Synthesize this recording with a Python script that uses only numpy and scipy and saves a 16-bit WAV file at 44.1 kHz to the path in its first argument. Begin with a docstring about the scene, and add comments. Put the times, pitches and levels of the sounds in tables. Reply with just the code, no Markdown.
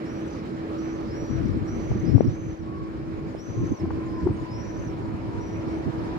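"""Swifts over a station yard

A standing train hums and its fans hiss on the right: wavering tone over banded noise. Another rolls in far off,
braking: a sinking, ever rougher motor whine over dull wheel noise. Gusts buffet the two microphone ports as low
turbulence and single wobbles. Small birds chip on the left in quick glides, with one longer rising swift call
near the end; a few dry ticks fall. Swifts scream overhead: buzzing whistles that break into trills, with echoes."""
import sys
import numpy as np
from scipy import signal
from scipy.io import wavfile

SR = 44100
rng = np.random.default_rng(int(sys.argv[2]) if len(sys.argv) > 2 else 0)


def pcm_store(signal):
    """Save signal as 16-bit PCM."""
    levels = np.round(np.clip(np.atleast_2d(signal), -1, 1) * 32767)
    wavfile.write(sys.argv[1], SR, levels.astype(np.int16).T)


N = 272538
STANDING_LAG_S = .00043   # the left port hears the standing train later


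def from_db(db):
    """dB to gain."""
    return 10 ** (np.asarray(db) / 20)


def rms_one(x):
    """Scale to rms 1."""
    return x / np.sqrt(np.mean(x ** 2) + 1e-20)


def in_time(rows):
    """Columns of a curve table at every sample."""
    s, *columns = np.transpose(rows)
    return [np.interp(np.arange(N) / SR, s, c) for c in columns]


def at_hz(points, hz):
    """Read a spectrum on a log-frequency axis."""
    point_hz, value = np.transpose(points)
    return np.interp(np.log(hz), np.log(point_hz), value)


def band(x, low_hz, high_hz):
    """Butterworth band-pass."""
    return signal.sosfilt(signal.butter(2, [low_hz, high_hz], "band", fs=SR, output="sos"), x)


def drift(rate_hz):
    """Slow chance of spread 1: coarse noise twice through a one-pole low-pass."""
    r = np.exp(-80 * np.pi * rate_hz / SR)   # one coarse step is 40 samples
    slow = signal.lfilter([1], [1, -2 * r, r * r], rng.standard_normal(N // 40 + 2002))[2000:]
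    return np.interp(np.arange(N) / 40, np.arange(len(slow)), rms_one(slow))


def sides(x, pan_db, lag_s=0):
    """Place sound between the ports: a level tilt, and the left one reading late."""
    x, n = x * np.ones((2, 1)), np.arange(N)
    left = np.interp(n - lag_s * SR, n, x[0])
    return np.array([left * from_db(pan_db / 2), x[1] * from_db(-pan_db / 2)])


def banded_noise(spectrum, likeness, edges, together_db, patchy_db, rate_hz):
    """Bands of stereo noise, each with its own level, flicker and likeness."""
    out = 0
    together = np.array([drift(rate_hz), drift(rate_hz)])   # one for each port
    white = rng.standard_normal((2, 2, N))
    for k, (low_hz, high_hz) in enumerate(zip(edges, edges[1:])):
        mid, side = band(white[k % 2], low_hz, high_hz)   # neighbouring bands use different noise
        hz = np.sqrt(low_hz * high_hz)
        alike = np.clip(at_hz(likeness, hz), 0, 1)
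        pair = np.sqrt(1 + alike) * mid + np.sqrt(1 - alike) * side * [[1], [-1]]
        level_db = at_hz(spectrum, hz) + together_db * together + patchy_db * drift(rate_hz)
        out = out + from_db(level_db) * pair
    return out


def wavering(hz, width_hz, rough):
    """A tone whose steadiness is blurred by slow chance in level and phase; rms about 1 while rough is small."""
    turn = 2 * np.pi * np.cumsum(hz) / SR
    steady = (np.sqrt(2) + rough * drift(width_hz)) * np.sin(turn)
    return steady + rough * drift(width_hz) * np.cos(turn)


def walls(x):
    """Scattered echoes off buildings and carriages, other ones at each port."""
    out = np.zeros((2, N))
    lags = (rng.uniform(0.0019, 0.15, 28) * SR).astype(int)
    for k, lag in enumerate(lags):
        out[k % 2, lag:] += from_db(-170 * lag / SR) * x[:N - lag]   # later echoes are weaker, 170 dB per s
    return out


# Yard noise over time. 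Each row: time in seconds, level in dB before a half-dB lift, left minus right in dB.
YARD = [(0, -50, -2), (2.1, -50.5, -3.5), (2.5, -55.5, -1), (4.0, -51.5, -0.4), (5.2, -52, -0.8),
        (6.18, -49, 0)]
# Tone colour of the yard. Each row: frequency in Hz, relative density in dB per Hz.
YARD_COLOUR = [(35, -16), (60, -14), (140, -12), (300, -10.5), (450, -15), (800, -27.5), (1100, -25.5),
               (1400, -31), (2100, -33.5), (2750, -41.5), (3600, -44), (5200, -45), (7000, -56),
               (8500, -57), (10500, -69), (15700, -65)]
# How alike the ports hear the yard. Each row: frequency in Hz, likeness from 0 to 1.
YARD_LIKENESS = [(100, 1), (2000, 0.23), (12000, 0.05)]


def yard():
    """Fans, vents and far traffic: smooth broad noise, levelled on its middle band."""
    level_db, pan_db = in_time(YARD)
    edges_hz = 28.4 * 2 ** np.arange(0, 9.3, .4)
    noise = banded_noise(YARD_COLOUR, YARD_LIKENESS, edges_hz, together_db=0.8, patchy_db=1.6, rate_hz=10.8)
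    noise = noise / np.std(band(noise, 1400, 3500))
    return sides(from_db(level_db + 0.5) * noise, pan_db, STANDING_LAG_S)


# Level of the hum. Each row: time in seconds, level in dB before the slight tilt to the right.
HUM = [(0, -35.5), (1.0, -33.5), (1.65, -38), (2.1, -35.5), (3.45, -39), (4.1, -34.5), (5.25, -39),
       (5.85, -34), (6.18, -35.5)]


def hum():
    """A converter hum of the standing train: one low tone, slightly unsteady."""
    tone = wavering(np.full(N, 324.5), width_hz=7.0, rough=.25)
    return sides(from_db(in_time(HUM)[0]) * tone, -1.0, STANDING_LAG_S)


# Wind beneath the gusts, rising over the first second and then holding. Each row: time in seconds,
# left level in dB, right level in dB.
BREEZE = [(0, -75, -52), (1.2, -35.5, -34.5), (3.0, -34.5, -34), (6.18, -35.5, -33.5)]
# Gusts on the ports. Each row: start of the hold in seconds, hold in seconds, left level in dB, right level in dB.
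GUSTS = [(1.313, 0.29, -19.5, -34), (1.698, 0.15, -27, -39), (1.909, 0.04, -23.5, -22.5),
         (2.051, 0.15, -16.5, -42), (2.247, 0.035, -25, -16), (3.56, 0.076, -27, -23),
         (3.719, 0.011, -25.5, -18.5), (3.818, 0.17, -28, -29), (4.235, 0.068, -24, -22.5),
         (4.395, 0.039, -26.5, -33), (5.122, 0.022, -28, -26.5), (5.653, 0.054, -27, -26.5),
         (5.875, 0.014, -26.5, -22.5)]


def wind_db():
    """The breeze, overtopped by gusts that rise fast, hold and fall."""
    rise_db_per_s, fall_db_per_s = 403.5, 254
    t, level_db = np.arange(N) / SR, np.array(in_time(BREEZE))
    for s, hold_s, left_db, right_db in GUSTS:
        before_s, after_s = np.maximum(s - t, 0), np.maximum(t - s - hold_s, 0)
        under_db = rise_db_per_s * before_s + fall_db_per_s * after_s
        level_db = np.maximum(level_db, np.array([[left_db], [right_db]]) - under_db)
    return level_db


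# Tone colour of the turbulence. Each row: frequency in Hz, relative density in dB per Hz.
WIND_COLOUR = [(35, -13), (70, -4.5), (105, 0.5), (150, -7.5), (340, -10.5), (500, -36)]
# Single puffs on the ports. Each row: centre in seconds, left drive in dB, right drive in dB, spread in ms,
# wobble in Hz.
PUFFS = [(1.917, -12.5, -49, 0.54, 367), (2.181, -9.5, -35, 0.48, 400), (2.208, 2.5, -54, 0.94, 375),
         (3.35, -50, -12, 1, 416), (3.62, -18.5, -22, 9.0, 330), (3.665, -22.5, -23.5, 6.4, 327),
         (3.72, -14.5, -14, 3.8, 300), (3.843, -17, -29, 7.4, 341), (4.27, -8, -15, 6.1, 349.5),
         (4.311, -20, -19, 6.2, 316)]


def wind():
    """Lumpy low turbulence, mostly its own at each port, plus single eddies that make a port wobble."""
    edges_hz = 30 * 2 ** np.arange(0, 4.1, .33)
    lumps = banded_noise(WIND_COLOUR, [(50, 0.16)], edges_hz, together_db=2.5, patchy_db=4.0, rate_hz=19.5)
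    lumps = signal.sosfilt(signal.butter(6, 470, fs=SR, output="sos"), lumps)
    out = from_db(wind_db()) * rms_one(lumps)
    t = np.arange(-1000, 1000) / SR
    soften = signal.butter(4, 1100, fs=SR, output="sos")
    for s, left_db, right_db, spread_ms, hz in PUFFS:
        swell = np.exp(-np.abs(1000 * t / spread_ms) ** 1.4)
        wobble = swell * np.sin(2 * np.pi * hz * t + .5)
        # a snap over at its height
        wobble += 0.1 / (1 + spread_ms) * np.exp(-np.abs(t) / 0.0006) * np.sign(t)
        puff = from_db([[left_db], [right_db]]) * signal.sosfiltfilt(soften, wobble)
        centre = round(s * SR)
        out[:, centre - 1000:centre + 1000] += puff
    return out


# Level of the motor whine. Each row: time in seconds, level in dB, around which it flickers more and more.
WHINE = [(0, -64), (1.75, -59), (2.3, -63), (2.62, -70), (2.69, -50.5), (2.85, -49), (2.92, -64),
         (3.15, -66), (3.2, -52.5), (3.27, -68), (3.52, -66), (3.58, -53), (4.4, -52.5), (5.55, -57),
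         (6.18, -54)]
# Braking lowers the motor pitch, then eases. Each row: time in seconds, pitch in Hz, around which it wanders.
WHINE_PITCH = [(0, 1260), (2.75, 1119), (4.1, 1038), (4.5, 1005), (6.18, 947)]


def arrival():
    """A motor whine comes and goes; a rough haze just below it and dull wheel noise grow as the train nears."""
    t = np.arange(N) / SR
    hz = in_time(WHINE_PITCH)[0] + 2 * t * drift(3.0)
    haze = from_db(-17 + 2 * t) * wavering(.97 * hz, width_hz=45.0, rough=2.2)   # grows against the whine
    whine = wavering(hz, width_hz=12.0, rough=.12 * t) + haze
    whine_db = in_time(WHINE)[0] + 2 * drift(4.1) * t / 4   # the whine swells and sinks on its way
    wheels = rms_one(band(rng.standard_normal(N), 300, 1000))
    wheels_db = -70.5 + 4.5 * t
    train = from_db(whine_db) * whine + from_db(wheels_db) * wheels
    return sides(train, 0, lag_s=-0.00023)   # the left port hears it first


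# Light dry ticks. Each row: start in seconds, peak in dB midway between the ports, left minus right in dB.
TICKS = [(3.853, -32, 4), (3.906, -27, 10), (4.271, -25, 8), (4.289, -33, 4)]


def ticks():
    """Dull mid-band clicks: a band-passed impulse with a short gritty tail."""
    tail_s, grit_share, low_hz, high_hz = .006, .14, 350, 1300
    out, u = np.zeros((2, N)), np.arange(400) / SR
    for s, level_db, pan_db in TICKS:
        grit = rng.standard_normal(400)
        click = (u == 0) + grit_share * grit * np.exp(-u / tail_s)
        burst = band(band(click, low_hz, high_hz), low_hz, high_hz)
        burst = burst / np.abs(burst).max()
        gains = from_db([[level_db + pan_db / 2], [level_db - pan_db / 2]])
        out[:, round(s * SR):][:, :len(u)] += gains * burst
    return out


# Short bird glides: small-bird chips, and one longer rising swift call near the end. Each row: start in seconds,
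# length in seconds, first pitch in Hz, last pitch in Hz, peak in dB before placing.
GLIDES = [(.26, .04, 8900, 6500, -66), (.91, .08, 7000, 6100, -66), (1.26, .16, 7600, 5000, -64.5),
          (3.3, 0.032, 7400, 6200, -66), (4.05, .03, 6900, 6750, -63), (4.2, .015, 6600, 7900, -65),
          (4.235, .03, 6500, 8640, -64), (4.313, 0.046, 8150, 8800, -65), (4.36, .02, 6600, 6500, -63),
          (4.39, .035, 7500, 6400, -63), (4.505, 0.02, 7100, 5900, -65), (4.645, .015, 7900, 6500, -64),
          (5.645, .19, 5220, 6200, -61)]


def bird_glides():
    """Short bird glides: small-bird chips, one longer rising swift call, and a fainter twitter at random."""
    out = np.zeros(N)
    at, long, high, glide = rng.random((55, 4)).T
    level_db = np.full(len(at), -67.5)
    twitter = np.transpose([6 * at, 0.008 + 0.012 * long, 6500 + 1800 * high ** 2, 6300 + 1500 * glide, level_db])
    for rows in (GLIDES, twitter):
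        for s, length_s, from_hz, to_hz, peak_db in rows:
            u = np.linspace(0, 1, round(length_s * SR))
            turn = 2 * np.pi * np.cumsum(from_hz + (to_hz - from_hz) * u ** 0.82) / SR
            out[round(s * SR):][:len(u)] += from_db(peak_db) * np.sin(np.pi * u) * np.sin(turn)
    return out


# Swift screams. Each row: start in seconds, slide-up time in seconds, slide-up in Hz, trill start in seconds,
# end in seconds, whistle in Hz, full buzz swing in Hz, whistle level in dB, trill level in dB;
# pitch and levels are centres that the voice moves around.
SCREAMS = [(.03, .05, 1000, .27, .42, 5950, 350, -57.5, -52),
           (.76, .04, 600, .97, 1.1, 6000, 300, -57, -59),
           (1.097, .036, 950, 1.392, 1.56, 5770, 60, -54.5, -56.5),
           (1.655, .035, 1000, 1.962, 2.11, 6020, 340, -53.5, -49),
           (2.045, .07, 900, 2.185, 2.31, 5700, 200, -55.5, -51.5),
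           (2.265, .032, 1100, 2.535, 2.66, 6240, 110, -57, -58),
           (3.36, .05, 1300, 3.659, 3.83, 6150, 330, -54, -47.5),
           (4.07, .02, 400, 4.24, 4.26, 5100, 500, -59, -60),
           (4.47, .065, 1400, 4.76, 4.93, 5800, 430, -53, -48),
           (5.385, .015, 300, 5.56, 5.65, 5730, 300, -56, -56)]


def swifts():
    """A whistle near 6 kHz that a fast buzz roughens more and more, then broken into short rising notes."""
    rest_hz, trill_top = 5760, .3   # resting pitch; share of the trill at which it arches over
    out = np.zeros(N)
    for start_s, slide_s, scoop_hz, trill_s, end_s, whistle_hz, swing_hz, level_db, trill_db in SCREAMS:
        n = np.arange(round(start_s * SR), round(end_s * SR))
        t = n / SR
        beat = (t - trill_s) * 37.5 % 1   # 37.5 notes per s
        trilling = t > trill_s
        whistled = (t - start_s) / (trill_s - start_s)
        grown = np.clip(whistled, 0, 1)
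        spent = np.clip((t - trill_s) / (end_s - trill_s), 0, 1)
        buzz = np.sin(2 * np.pi * np.cumsum(290 * (1 + 0.11 * drift(25.0)[n])) / SR)

        sag_hz = .5 * max(whistle_hz - rest_hz, 0) * whistled ** 2   # a high scream sags toward rest
        slide_hz = whistle_hz - scoop_hz * np.exp((start_s - t) / slide_s) - sag_hz
        # the harder the buzz, the higher the trill; it arches over early and falls away
        trill_hz = .9 * swing_hz - 1900 * (spent - trill_top) ** 2 + 380 * (beat - .5)
        buzz_hz = swing_hz * (.25 + .75 * grown) * buzz
        jitter_hz = (10 + .07 * swing_hz) * drift(82.0)[n] + .15 * swing_hz * drift(12.0)[n]
        hz = slide_hz + np.where(trilling, trill_hz, buzz_hz) + jitter_hz

        note_shape = np.sin(np.pi * np.clip(beat / 0.86, 0, 1)) ** 2
        notes = from_db(trill_db - 14 * (spent - trill_top) ** 2) * note_shape
        # loudest early, spread thin as the buzz grows
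        whistle = from_db(level_db + .02 * swing_hz * (.5 - grown)) * (1 + 0.2 * buzz)
        swell = (t - start_s) / (.0001 * swing_hz)   # a buzzier scream swells in more slowly
        fade = np.clip(np.minimum(swell, (end_s - t) / 0.022), 0, 1) ** 1.5
        turn = 2 * np.pi * np.cumsum(hz) / SR
        voice = np.sin(turn) + from_db(-19) * np.sin(2 * turn)
        flicker = from_db(1.6 * drift(27.0)[n])
        out[n] += flicker * np.where(trilling, notes, whistle) * fade * voice
    return out


def scene():
    """All sources at the two ports, the birds with their echoes."""
    screams, glides = swifts(), bird_glides()
    echoes = from_db(-11) * walls(screams + glides)
    birds = sides(screams, -1.4, lag_s=.00004) + sides(glides, 2.0) + echoes
    return yard() + hum() + wind() + arrival() + ticks() + birds


def cap(x):
    """Peaks bend over into full scale."""
    return x / (1 + x ** 8) ** .125


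# The low end drops briefly. Each row: centre in seconds, spread in seconds, left drop in dB, right drop in dB.
DIPS = [(2.569, 0.019, 9, 33), (3.412, 0.098, 3.5, 11), (3.768, 0.024, 13, 30), (4.468, 0.02, 3, 19),
        (5.923, 0.012, 30, 12.5)]


def dip_lows(ports):
    """Draw the part below 500 Hz down in bell-shaped moments, by its own amount at each port."""
    t = np.arange(N) / SR
    dip_db = 0
    for s, spread_s, left_db, right_db in DIPS:
        dip_db = dip_db + np.array([[left_db], [right_db]]) * np.exp(-((t - s) / spread_s) ** 2)
    low = signal.sosfiltfilt(signal.butter(2, 500, fs=SR, output="sos"), ports)
    return ports - low * (1 - from_db(-dip_db))


def top_cut(x):
    """Nothing passes above the cut-off."""
    return signal.sosfilt(signal.butter(12, 15740, fs=SR, output="sos"), x)


def record(dry):
    """The right port is dull around 8 kHz, the deepest bass is cut, the lows dip at moments, peaks are capped."""
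    hole = signal.sosfilt(signal.butter(1, [6600, 11500], "band", fs=SR, output="sos"), dry)
    ports = dry - [[0], [.82]] * hole
    ports = signal.sosfilt(signal.butter(2, 42, "high", fs=SR, output="sos"), ports)
    finished = cap(dip_lows(ports))
    return top_cut(finished)


dry = scene()
out = record(dry)
pcm_store(out)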